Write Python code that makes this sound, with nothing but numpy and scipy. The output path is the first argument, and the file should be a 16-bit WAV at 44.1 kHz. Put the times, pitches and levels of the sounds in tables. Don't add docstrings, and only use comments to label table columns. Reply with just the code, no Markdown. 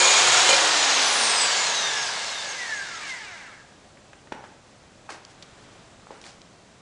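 import sys
import numpy as np
from scipy import signal
from scipy.fft import irfft
from scipy.io import wavfile

SR = 44100
rng = np.random.default_rng(int(sys.argv[2]) if len(sys.argv) > 2 else 0)


def unload_wav(signal):
    wavfile.write(
        sys.argv[1],
        SR,
        np.round(np.clip(np.atleast_2d(signal).T, -1, 1) * 32767).astype(np.int16),
    )


def how_loud(loudness_db):
    steps = np.asarray(loudness_db, float) / 20
    return 10 ** steps


N = 300317
T = np.arange(N) / SR

# (multiple of rotor speed, level at 200 turns per s [dB], slope [dB per doubling])
SHAFT_LINES = [(1, -56, 15.5), (6, -46, 12)]
# (multiple of rotor speed, column of FRAME_MODES, level [dB], slope [dB per doubling])
FRAME_LINES = [(24, 2, -4, 7), (36, 2, -10, 6), (48, 3, -3, 8), (72, 3, -4, 7), (96, 3, 1, 9.5),
               (120, 3, 5, 12), (39, 4, 0, 9)]
# (centre [Hz], width [Hz], bars [dB], double bars [dB], fan [dB])
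FRAME_MODES = [(850, 490, -35.5, -38, -55), (1370, 470, -30, -27, -40), (1673, 260, -24, -26, -48),
               (1940, 137, -26.5, -43, -53), (2163, 500, -43.5, -24, -39), (3770, 420, -25, -56, -56),
               (4290, 270, -33, -50, -41), (4840, 670, -30, -40, -41), (5350, 330, -38, -40, -37),
               (6100, 550, -35, -46, -33.5), (6510, 280, -33, -30.5, -37.5), (7000, 750, -31, -38.5, -34.5),
               (7950, 350, -67, -65, -32.5), (8740, 1700, -60, -66, -37)]
# (multiple of rotor speed, level over the rattle [dB])
SLOT_LINES = [(12, -9), (18, -11), (30, -10), (60, -5), (84, -3), (108, -6), (132, -5), (144, -4)]
# (time [s], level [dB])
RUN_DOWN = [(0.0, -22), (0.44, -21.5), (0.65, -24.5), (1.41, -24), (2.67, -36.5), (2.82, -38), (3.08, -40),
            (3.45, -49.5), (3.68, -59.5), (3.81, -83), (3.9, -81)]
# (frequency [Hz], level [dB per Hz])
AIR_SPECTRUM = [(35, -37.5), (60, -36), (171, -22), (286, -18), (326, -18), (412, -9), (909, 0), (1690, -2),
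                (2010, -3.5), (3740, -2.5), (6800, -8.5), (8980, -21.5), (10000, -37.5), (13000, -50),
                (22000, -120)]
# (centre [Hz], width [Hz], level [dB])
HOUSING_MODES = [(915, 260, -9), (1660, 240, 1), (2150, 330, -2), (2780, 360, -6), (3670, 400, -10),
                 (4980, 500, -11), (6600, 800, -10), (8900, 600, -22)]
# (centre [Hz], width [Hz], level [dB], most fed at time [s])
PIPE_MODES = [(125, 40, -19, .3), (515, 25, -4, .03), (738, 26, -1, .36), (912, 30, -2, .26),
              (1040, 40, -5, .15), (1390, 60, -2, .36), (1680, 70, -7, .12), (2409, 18, 0, .17),
              (2748, 30, -5, .29), (3208, 22, -1, .14), (3381, 30, -6, .3), (3780, 50, -5, .3),
              (4108, 40, -5, .05), (4370, 60, -4, .08), (5550, 90, -4, .39), (6350, 300, -2, .36),
              (6743, 24, 1.5, .09), (6778, 30, 0, .27), (6750, 350, -2, .15), (7200, 400, -3, .33)]
# (time [s], extra level [dB], decay [s])
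SNAGS = [
    (0, 5.5, 0.071),
    (0.492, 7, 0.014),
    (.53, -3, 0.024),
]
# (time [s], blow [dB])
PIPE_BLOWS = [
    (.004, -17),
    (.49, -6.5),
    (.507, -7),
    (.53, -5),
    (.545, -32),
]
# (frequency [Hz], level [dB], t60 [s])
PIPE_RING = [(554.5, -12.5, 0.22), (977, -26, 0.27), (2080, -15, 0.076), (2410, -18.5, 1), (3070, -7, 0.03),
             (4080, -8.5, 0.057)]
# (time [s], peak [dB], centre [Hz], breadth [octaves], t60 [s])
KNOCKS = [(3.972, -44, 1890, 0.32, 0.027), (4.132, -37, 1170, 1.05, 0.038),
          (4.272, -40.5, 900, 0.99, 0.033), (4.322, -30, 280, 0.73, 0.015),
          (4.3235, -24.5, 850, 1.87, 0.026), (4.438, -38, 750, 1.6, .04), (5.091, -26, 1020, 0.74, 0.046),
          (5.250, -33, 4400, 0.35, 0.0067), (5.425, -31.5, 3500, 0.56, 0.04), (5.997, -44, 1200, 0.9, .02),
          (6.069, -34, 1090, 0.67, .01), (6.106, -29, 517, 0.65, 0.06), (6.215, -36, 4500, 0.51, .008),
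          (6.24, -34, 2800, 0.48, 0.013), (6.417, -35.5, 3920, 0.46, 0.0077)]
# (time [s], blow [dB])
LAID_BLOWS = [
    (4.321, -31),
    (4.345, -53),
    (4.362, -45),
    (4.376, -46),
    (4.393, -45),
    (4.408, -44),
    (4.424, -57),
    (4.44, -42.5),
]
# (frequency [Hz], level [dB], t60 [s])
BODY_RING = [(280, -23, 0.086), (622, -18, 0.075), (870, 0, 0.02), (950, -22, 0.041), (1460, -11.5, 0.033),
             (1900, -25, .08), (5640, -31, 0.19)]
# (start time [s], rise [s], fall [s], peak [dB], tilt: bright half up, dull
# half down [dB])
SCUFFS = [
    (3.05, 0.047, 0.055, -36.5, 7),
    (4.33, 0.0035, 0.12, -48.5, -10),
    (4.438, 0.0042, 0.049, -44.5, -6),
    (5.093, .012, 0.11, -33, -2.5),
    (5.29, 0.022, 0.022, -47, 3),
    (5.415, .01, 0.035, -51, -7),
    (6.108, 0.0023, 0.23, -44.5, -4),
    (6.215, 0.049, 0.14, -39.5, 0.6),
]
# (frequency [Hz], level [dB per Hz])
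TOWN_SPECTRUM = [(12, -40), (20, -3.5), (60, -1), (123, 4.5), (430, -1.5), (619, 0), (1010, -7.5),
                 (1160, -6), (2160, -12), (5640, -19), (6950, -23), (7710, -18.5), (10000, -35),
                 (13000, -57), (22000, -120)]
# (frequency [Hz], level [dB rms])
WHINE = [(7553, -92), (7585, -79.5)]

POWERED_HZ, SAG_HZ_PER_S, REST_S = 368, 6, 3.8035
BRUSH_DRAG, BEARING_DRAG, FAN_DRAG = 56.97, .2855, 3e-4
LOADED_DB = -12
FRAME_FLOOR_DB = -55
LOW_DB, TOP_DB, RINGING_DB = (2, 5), (4.5, 7.5), (-8.5, -5.5)
CUT_DB, FREE_S, FREE_DB_PER_S = -27, 0.674, 295
SCRAPE_DB = -14
RISE_DB, FALL_DB = 12, 27
HOLD = 1.4
HALL_T60_S, HALL_DB, HALL_CUT_HZ = 0.62, -14.5, 2780
HUM_DB, HUM_LOW_DB, HUM_TOP_DB = -51.5, -0.94, 5
RUSTLE_S, RUSTLE_WIDTH_S, RUSTLE_DB, RUSTLE_DULL_DB = 5.66, 0.33, 4.5, -2.5
CUTOFF_HZ, TOP_HZ = 10150, 9600


def motor():
    speed, powered = rotor_speed()
    orders_db = line_levels(speed, powered)
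    level_db = np.interp(T, *np.transpose(RUN_DOWN))
    low_db, top_db, ringing_db = (np.interp(speed, [0, POWERED_HZ], ends[::-1])
                                  for ends in (LOW_DB, TOP_DB, RINGING_DB))
    turn = 2 * np.pi * np.cumsum(speed) / SR
    running = T < RUN_DOWN[-1][0]
    play = .009 * drift(60)
    tones = 0
    for order, order_db in orders_db.items():
        level = how_loud(order_db + 1 + min(order, 3) * drift(14))
        tones = tones + np.sqrt(2) * level * np.sin(order * (turn + play))
    slots = 0
    for order, order_db in SLOT_LINES:
        audible = order * speed < CUTOFF_HZ
        wobble = 1 + 0.45 * np.cos(turn + order)
        slots = slots + audible * wobble * how_loud(order_db + 2 * drift(9)) * np.sin(order * (turn + play))
    wake = signal.sosfilt(signal.butter(2, 220, fs=SR, output="sos"), rng.standard_normal(N))
    tones = tones + how_loud(orders_db[39] + 1) * rms_one(wake) * np.sin(39.8 * turn)
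    shaken = 1 + 0.15 * np.cos(turn)
    air = coloured(AIR_SPECTRUM, patchy_db=1.14, pulse=shaken, low_db=low_db, top_db=top_db)
    teeth = grains(2500 + 20 * speed, spread_db=1.0) * shaken
    flaws = rms_one(irfft(np.exp(2j * np.pi * rng.random(56)), 2048))
    web = np.interp(turn / (2 * np.pi) % 1, np.arange(2048) / 2048, flaws)
    teeth = teeth + how_loud(-3.5) * slots + how_loud(-9 + 3 * drift(8)) * web
    housing = 0
    for k, (hz, width, peak_db) in enumerate(HOUSING_MODES):
        ringing = resonate(resonate(teeth, hz, width), hz, width)
        housing = housing + (-1) ** k * how_loud(peak_db) * ringing / np.sqrt(width)
    slow = np.clip(1 - speed / 300, 0, 1)
    rattle = how_loud(ringing_db - 5 + 8 * slow) * rms_one(housing)
    return running * (tones + how_loud(level_db) * (how_loud(2 - 7 * slow) * air + rattle))


def rotor_speed():
    step, turns = .002, [0.]
    for _ in range(round(REST_S / step)):
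        drag = BRUSH_DRAG + BEARING_DRAG * turns[-1] + FAN_DRAG * turns[-1] ** 2
        turns.append(turns[-1] + step * drag)
    coasting = np.interp(REST_S - T, step * np.arange(len(turns)), turns)
    return np.clip(coasting, 1, POWERED_HZ - SAG_HZ_PER_S * T), coasting > POWERED_HZ


def line_levels(speed, powered):
    speed, powered = speed[::64], powered[::64]
    doublings = np.log2(speed / 200)
    levels = {}
    for order, line_db, slope_db in SHAFT_LINES:
        levels[round(order)] = line_db + slope_db * doublings
    for order, column, line_db, slope_db in FRAME_LINES:
        order = round(order)
        gain = how_loud(FRAME_FLOOR_DB)
        for mode in FRAME_MODES:
            off_centre = 2 * (order * speed - mode[0]) / mode[1]
            gain = gain + how_loud(mode[round(column)]) / (1 + off_centre ** 4)
        gain = gain * (order * speed < CUTOFF_HZ)
        levels[order] = 20 * np.log10(gain + 1e-9) + line_db + slope_db * doublings + LOADED_DB * powered
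    return {order: np.interp(T, T[::64], level_db) for order, level_db in levels.items()}


def cutting():
    catches = grains(2500 * how_loud(3 * drift(30)), spread_db=3.5)
    pipe = 0
    for hz, width, peak_db, s in PIPE_MODES:
        fed_db = peak_db - 8 * np.tanh(((T - s) / .14) ** 2) + 2.5 * drift(12)
        pipe = pipe + resonate(catches * how_loud(fed_db), hz, width) / np.sqrt(width)
    cutting_now = T < FREE_S + .12
    level_db = CUT_DB - FREE_DB_PER_S * np.maximum(T - FREE_S, 0)
    for s, extra_db, decay in SNAGS:
        level_db = level_db + extra_db * (T >= s) * np.exp(-np.abs(T - s) / decay)
    scrape = how_loud(SCRAPE_DB) * rms_one(band(catches, 950, 6400))
    return how_loud(level_db) * (how_loud(-6.0) * rms_one(pipe * cutting_now) + scrape) * cutting_now


def knocks():
    out, age = np.zeros(N), T[:SR // 8]
    bursts = rng.standard_normal((len(KNOCKS), len(age)))
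    for (s, peak_db, hz, octaves, t60), burst in zip(KNOCKS, bursts):
        burst[0] = 4
        half = 2 ** np.clip(octaves, .2, 2.5)
        hit = band(burst * how_loud(-60 * age / t60), hz / half, hz * half)
        at = round(s * SR)
        out[at:at + len(age)] += how_loud(peak_db + 1.0) * hit / np.abs(hit).max()
    laid_down = how_loud(9) * struck(LAID_BLOWS, BODY_RING)
    return out + laid_down + band(struck(PIPE_BLOWS, PIPE_RING), 260, 9500)


def struck(blows, modes):
    clicks, out = np.full(N, 1e-18), 0
    for s, blow_db in blows:
        clicks[round(s * SR)] = how_loud(blow_db)
    for hz, mode_db, t60 in modes:
        r, w = how_loud(-60 / (t60 * SR)), 2 * np.pi * hz / SR
        out = out + how_loud(mode_db) * signal.lfilter([0, np.sin(w)], [1, -2 * r * np.cos(w), r * r], clicks)
    return out


def scuffs():
    grit = grains(5000 * how_loud(3.4 * drift(55)), spread_db=-2.0)
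    dull, bright = rms_one(band(grit, 300, 2200)), rms_one(band(grit, 1600, 6300))
    out = 0
    for s, rise, fall, peak_db, tilt_db in SCUFFS:
        swell_db = -RISE_DB * np.clip(1 - (T - s) / rise, 0, 1)
        fade_db = -FALL_DB * np.clip((T - s - rise) / fall, 0, 1) ** HOLD
        inside = (T > s) & (T < s + rise + fall)
        drag = dull * how_loud(-tilt_db) + bright * how_loud(tilt_db)
        out = out + inside * how_loud(peak_db + swell_db + fade_db - 7.5) * drag
    return out


def hall(x):
    age = T[:SR]
    tail = band(rng.standard_normal(SR), 130, HALL_CUT_HZ) * how_loud(-60 * age / HALL_T60_S) * (age > .018)
    return how_loud(HALL_DB) * signal.fftconvolve(x, tail / np.sqrt(np.sum(tail ** 2)))[:N]


def town_hum():
    rustle = np.exp(-((T - RUSTLE_S) / RUSTLE_WIDTH_S) ** 2)
    low_db, top_db = HUM_LOW_DB + RUSTLE_DULL_DB * rustle, HUM_TOP_DB + RUSTLE_DULL_DB * rustle
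    hum = coloured(TOWN_SPECTRUM, patchy_db=0.72, low_db=low_db, top_db=top_db)
    return how_loud(HUM_DB + RUSTLE_DB * rustle) * hum


def camera_whine():
    return sum(np.sqrt(2) * how_loud(line_db) * np.sin(2 * np.pi * hz * T) for hz, line_db in WHINE)


def rms_one(x):
    return x / np.sqrt(np.mean(x ** 2) + 1e-20)


def at_hz(points, hz):
    points = np.array(points)
    return np.interp(np.log(hz), np.log(points[:, 0]), points[:, 1])


def drift(rate):
    r = np.exp(-80 * np.pi * rate / SR)
    slow = signal.lfilter([1], [1, -2 * r, r * r], rng.standard_normal(N // 40 + 2002))[2000:]
    return np.interp(np.arange(N) / 40, np.arange(len(slow)), rms_one(slow))


def band(x, low_hz, high_hz):
    return signal.sosfilt(signal.butter(2, [low_hz, min(high_hz, .45 * SR)], "band", fs=SR, output="sos"), x)


def resonate(x, hz, width):
    r = np.exp(-np.pi * width / SR)
    feedback = [1, -2 * r * np.cos(2 * np.pi * hz / SR), r * r]
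    return signal.lfilter(np.array([1, 0, -1]) * (1 - r * r) / 2, feedback, x)


def grains(per_s, spread_db):
    sizes = how_loud(spread_db * np.minimum(rng.exponential(1, N), 4)) * rng.choice([-1, 1], N)
    return rms_one(sizes * (rng.random(N) < per_s / SR)) + 1e-18


def coloured(spectrum, patchy_db, pulse=1, low_db=0, top_db=0):
    white = rng.standard_normal((2, N)) * pulse
    together, out, power = drift(3.1), 0, 0
    edges = 20 * 2 ** np.arange(0, 9.4, 1 / 3)
    for k, (low, high) in enumerate(zip(edges, edges[1:])):
        hz = np.sqrt(low * high)
        octaves = np.log2(hz / 1800)
        part = how_loud(at_hz(spectrum, min(hz, TOP_HZ))) * band(white[k % 2], low, high)
        power += np.mean(part ** 2)
        tilt_db = top_db * octaves / 2 if octaves > 0 else -low_db * max(octaves, -2) / 2
        out = out + part * how_loud(tilt_db + patchy_db * (0.24 * together + drift(33.5)))
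    return out / np.sqrt(power)


def scene():
    near = motor() + cutting() + knocks() + scuffs()
    mono = near + hall(near) + town_hum() + camera_whine()
    return np.array([mono, mono])


def low_pass(x):
    return signal.sosfilt(signal.butter(12, 10520, fs=SR, output="sos"), x)


def record(dry):
    rounded = .9 * np.tanh(dry / .9)
    cut = signal.sosfilt(signal.ellip(12, .3, 70, CUTOFF_HZ, fs=SR, output="sos"), rounded)
    return low_pass(cut)


dry = scene()
out = record(dry)
unload_wav(out)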